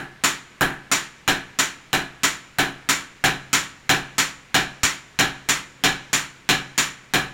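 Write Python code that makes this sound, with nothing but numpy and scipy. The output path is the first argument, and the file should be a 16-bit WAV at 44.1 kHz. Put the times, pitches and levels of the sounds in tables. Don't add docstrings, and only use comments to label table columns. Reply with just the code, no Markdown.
import sys
import numpy as np
from scipy import signal
from scipy.fft import rfft, irfft
from scipy.io import wavfile
from scipy.ndimage import uniform_filter1d

SR = 44100
rng = np.random.default_rng(int(sys.argv[2]) if len(sys.argv) > 2 else 0)


def waveform_to_disk(signal):
    frames = np.transpose(np.atleast_2d(signal))
    scaled = np.clip(frames, -1, 1) * 32767
    samples = np.round(scaled).astype(np.int16)
    wavfile.write(sys.argv[1], SR, samples)


N = 323253
LENGTH = 24576


def amp(db):
    return 10 ** (np.asarray(db) / 20)


def unit(x):
    return x / np.sqrt(np.mean(x ** 2) + 1e-20)


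def along(points, hz):
    f, v = np.transpose(points)
    return np.interp(np.log(hz + 1), np.log(f + 1), v)


def add(track, s, sound):
    start = round(s * SR)
    part = sound[max(-start, 0):N - start]
    track[max(start, 0):][:len(part)] += part


def ringing(modes, t, rise):
    hz, db, t60 = np.transpose(modes)[:, :, None]
    sign = (-1) ** np.arange(len(modes))[:, None]
    decay = amp(db - 60 * t / t60)
    swell = 1 - np.exp(-t / rise)
    return sign * decay * np.sin(2 * np.pi * hz * t) * swell


THINNING_S = 4


def thickness(s):
    return np.exp(-max(s, 0) / THINNING_S)


# [f/Hz, width/Hz, heavy hammer level/dB, light hammer level/dB, relative lengthening of the decay]
STEEL_RESONANCES = [(1699, 350, 11.5, 1, 0.13), (764, 123, 7.5, -4, 0.13), (1200, 97, -1.5, 2, 0.098),
                    (1318, 36, 5.5, 7, 0.098), (1505, 134, 3, 3, 0.062), (1940, 430, -1, 5.5, 0.054),
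                    (2347, 234, 5.5, 5, 0.089), (2990, 420, 4, 2, 0.088), (4010, 270, 5.5, -0.5, 0.067),
                    (5160, 410, 6, -1.5, .02), (7074, 460, 8.5, 11, .02)]


def resonances(hz):
    return np.array([1 / (1 + (2 * (hz - centre) / width) ** 2)
                     for centre, width, *_ in STEEL_RESONANCES])


# [f/Hz, likeness from 0 to 1]
BLOW_LIKENESS = [(200, 0.86), (900, 0.81), (2100, 0.56), (5000, 0.26), (12000, 0.56)]
# [f/Hz, multiplier]
CLANK_BY_FREQUENCY = [(1600, 0.1), (2400, 0.73), (5500, 1.24), (7200, 0.97), (10000, 0.19)]
KNOCK_SHARE = 0.49


def impacts(blows, rings_db, colour, lifts, ripple_db):
    hz = np.fft.rfftfreq(LENGTH, 1 / SR)
    bells = resonances(hz)
    partials = unit(uniform_filter1d(rng.standard_normal(len(hz)), size=18))
    ripple = ripple_db * partials * hz / (hz + 1000)
    body = unit(amp(along(colour, hz) + lifts @ bells + ripple))
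    alike = along(BLOW_LIKENESS, hz)
    paths = rfft(rng.standard_normal(LENGTH))
    spectra = []
    for (_, _, clank_db), ring_db in zip(blows, rings_db):
        fresh = rfft(rng.standard_normal(LENGTH))
        paths = alike * paths + np.sqrt(1 - alike ** 2) * fresh
        clank = clank_db * along(CLANK_BY_FREQUENCY, hz)
        ring = ring_db * (bells[0] + KNOCK_SHARE * bells[1])
        spectra.append(paths * body * amp(clank + ring))
    return irfft(np.array(spectra))


# [f/Hz, time to fall 60 dB t60/s]
EARLY_DECAY = [(100, 0.52), (600, 0.33), (1200, 0.36), (3500, 0.33), (7000, 0.27), (10000, 0.29),
               (15000, 0.22)]
# [f/Hz, time to fall 60 dB t60/s]
FAR_ECHO_DECAY = [(100, 1.56), (1700, 1.2), (4000, 0.84), (7000, 0.87), (14000, 0.34)]


def die_away(wash, hold, soft_hz, length, linger, late_db):
    hz, t, z = signal.stft(wash, SR, nperseg=512)
    lengthening = np.array(STEEL_RESONANCES)[:, 4] @ resonances(hz)
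    t60 = length * along(EARLY_DECAY, hz) * (1 + linger * lengthening)
    held = hold / (1 + (hz / soft_hz) ** 2)
    early = amp(-60 * np.maximum(t - held[:, None], 0) / t60[:, None])
    late = amp(late_db - 60 * t / along(FAR_ECHO_DECAY, hz)[:, None])
    return signal.istft(z * np.hypot(early, late), SR, nperseg=512)[1][:, :LENGTH]


# [delay t/s, relative gain]
CRACK_ECHOES = [(0, 1.25), (.0062, .45), (.0085, .5), (0.0198, 0.58)]
# [f/Hz, relative level/dB, time to fall 60 dB t60/s]
LOW_MODES = [(47.6, -50.5, 0.81), (58, -32, .4), (76, -58, 0.52), (119.5, -28, 0.29), (133, -35, 1),
             (154.1, -25.5, 0.42), (178.9, -25.5, 0.34), (192.2, -32.5, 0.55), (225, -37.5, 0.5),
             (241, -37, 0.41), (276.6, -25.5, 0.47), (291.4, -15.5, 0.14), (345.5, -33, 0.49),
             (377.7, -34.5, 0.39), (408, -38, 0.35), (450, -35.5, 0.31)]
# [f/Hz, relative level/dB, time to fall 60 dB t60/s]
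STUMP_THUD = [(55, -32, 0.18), (177, -22, 0.11), (286.5, -16, 0.055)]
# [t/s, tilt/(dB per octave)]
MICROPHONE_DRIFT = [(0, 2.5), (2.7, 4), (3.2, -1), (7.3, -1)]
PIVOT_HZ = 214
KNOCK_DB = -6.5


def hammer(blows, colour, lifts, wash_db, boom_db, thud_db, snap_db, tone_db, thick_db, thin_db,
           crack, build, scatter_db, **decay):
    track = np.zeros(N)
    t = np.arange(LENGTH) / SR
    cracks = sum(gain * (t >= delay) * np.exp(-abs(t - delay) / 0.0018) for delay, gain in CRACK_ECHOES)
    attack = crack * cracks + 1 - np.exp(-t / build)
    rings_db = [thin_db + (thick_db - thin_db) * thickness(s) for s, *_ in blows]
    clangs = impacts(blows, rings_db, colour, lifts, ripple_db=2.0)
    washes = attack * die_away(clangs, **decay)
    boom = ringing(LOW_MODES, t, rise=0.0044)
    thud = ringing(STUMP_THUD, t, rise=0.0026).sum(0)
    octaves = np.clip(np.log2(np.array(LOW_MODES)[:, 0] / PIVOT_HZ), -1, 1)
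    main_ring = (STEEL_RESONANCES[0][0], tone_db, .45)
    knock = (STEEL_RESONANCES[1][0], tone_db + KNOCK_DB, .38)
    tone = ringing([main_ring, knock], t, rise=0.00039).sum(0)
    for (s, db, _), ring_db, wash in zip(blows, rings_db, washes):
        tilt_db = np.interp(s, *np.transpose(MICROPHONE_DRIFT)) * octaves
        mode_scatter_db = scatter_db * rng.standard_normal(len(LOW_MODES))
        low = amp(boom_db + tilt_db + mode_scatter_db) @ boom + amp(thud_db) * thud
        snap = amp(snap_db) * cracks * np.diff(rng.standard_normal(LENGTH + 1))
        blow = amp(wash_db) * wash + low + amp(ring_db) * tone + snap
        add(track, s, amp(db) * blow)
    return track


# [t/s, relative level/dB, clank level/dB]
HEAVY_BLOWS = [(-0.075, -4, -8.5), (0.6093, 0.2, -8), (1.2778, -1.74, -1), (1.9305, -2.5, -2),
               (2.5855, -1.2, -3), (3.2398, -0.5, -1), (3.8931, 0, 0), (4.5436, -0.85, 1),
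               (5.1895, -0.8, 0.6), (5.8378, -1.2, 2.3), (6.4901, -1.5, 2), (7.1368, -1, -2)]
# [f/Hz, relative level/dB per Hz]
HEAVY_IMPACT_COLOUR = [(30, -5), (120, -15), (300, -1), (500, -5.5), (680, -4.5), (1000, -2.5),
                       (2100, -4.5), (3300, -3.5), (4300, -6.5), (4850, -15.5), (5800, -8), (8000, -14.5),
                       (10600, -18), (15000, -18.5)]


def heavy_hammer():
    return hammer(HEAVY_BLOWS, HEAVY_IMPACT_COLOUR, np.array(STEEL_RESONANCES)[:, 2],
                  wash_db=-13.5, boom_db=0.0, thud_db=3.0, snap_db=-25.5, tone_db=-23.5,
                  thick_db=1.0, thin_db=-2.5, crack=1.68, build=0.0053, scatter_db=1.1,
                  hold=0.024, soft_hz=6950, length=0.9, linger=0.69, late_db=-20.5)


# [f/Hz, relative level/dB per Hz]
AIR_COLOUR = [(25, -11), (76, -10), (200, -10), (350, -13.5), (660, -19.5), (2160, -14), (5400, -28.5),
              (7100, -32), (9000, -35.5), (16000, -47)]


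def air(level_db):
    hz = np.fft.rfftfreq(N, 1 / SR)
    spectrum = rfft(rng.standard_normal(N)) * amp(along(AIR_COLOUR, hz))
    return amp(level_db) * unit(irfft(spectrum, N))


# [t/s, relative level/dB, clank level/dB]
LIGHT_BLOWS = [(0.2377, 0.91, -1.1), (0.9152, 0.13, -0.16), (1.5886, -0.94, 0.15),
               (2.2336, -0.0077, -0.076), (2.889, 0.69, -0.68), (3.5302, 0.65, 0.098), (4.1818, -0.5, 0.08),
               (4.8325, -1, 1), (5.4881, 0, -0.47), (6.1306, -0.73, 0), (6.7785, -0.11, -0.21)]
# [f/Hz, relative level/dB per Hz]
LIGHT_IMPACT_COLOUR = [(30, -17), (120, -24), (300, -7), (500, -10.5), (700, -7.5), (1000, -2.5),
                       (2100, -4.5), (3300, -3.5), (4300, -4), (4850, -7.5), (5800, -2.5), (8000, -8.5),
                       (10600, -15.5), (15000, -17)]


def light_hammer():
    return hammer(LIGHT_BLOWS, LIGHT_IMPACT_COLOUR, np.array(STEEL_RESONANCES)[:, 3],
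                  wash_db=-14.5, boom_db=-8, thud_db=-3.5, snap_db=-31, tone_db=-45,
                  thick_db=1.3, thin_db=1.5, crack=1.17, build=0.004, scatter_db=0.3,
                  hold=0.015, soft_hz=8850, length=0.98, linger=.14, late_db=-23.5)


# [f/Hz, level/dB, time to fall 60 dB t60/s]
BUMP_MODE = [(76, -16, 0.043)]
BUMP_TIME_S = 4.834


def bump():
    track = np.zeros(N)
    t = np.arange(LENGTH) / SR
    add(track, BUMP_TIME_S, ringing(BUMP_MODE, t, rise=0.0012)[0])
    return track


def scene():
    return (heavy_hammer() + light_hammer() + bump() + air(level_db=-50.5))[None]


TOP_HZ = 15900


def record(dry, ceiling=0.43):
    rounded = dry / (1 + (dry / ceiling) ** 4) ** (1 / 4)
    band_limit = signal.ellip(10, .1, 80, TOP_HZ, fs=SR, output="sos")
    return signal.sosfilt(band_limit, rounded)


dry = scene()
out = record(dry)
waveform_to_disk(out)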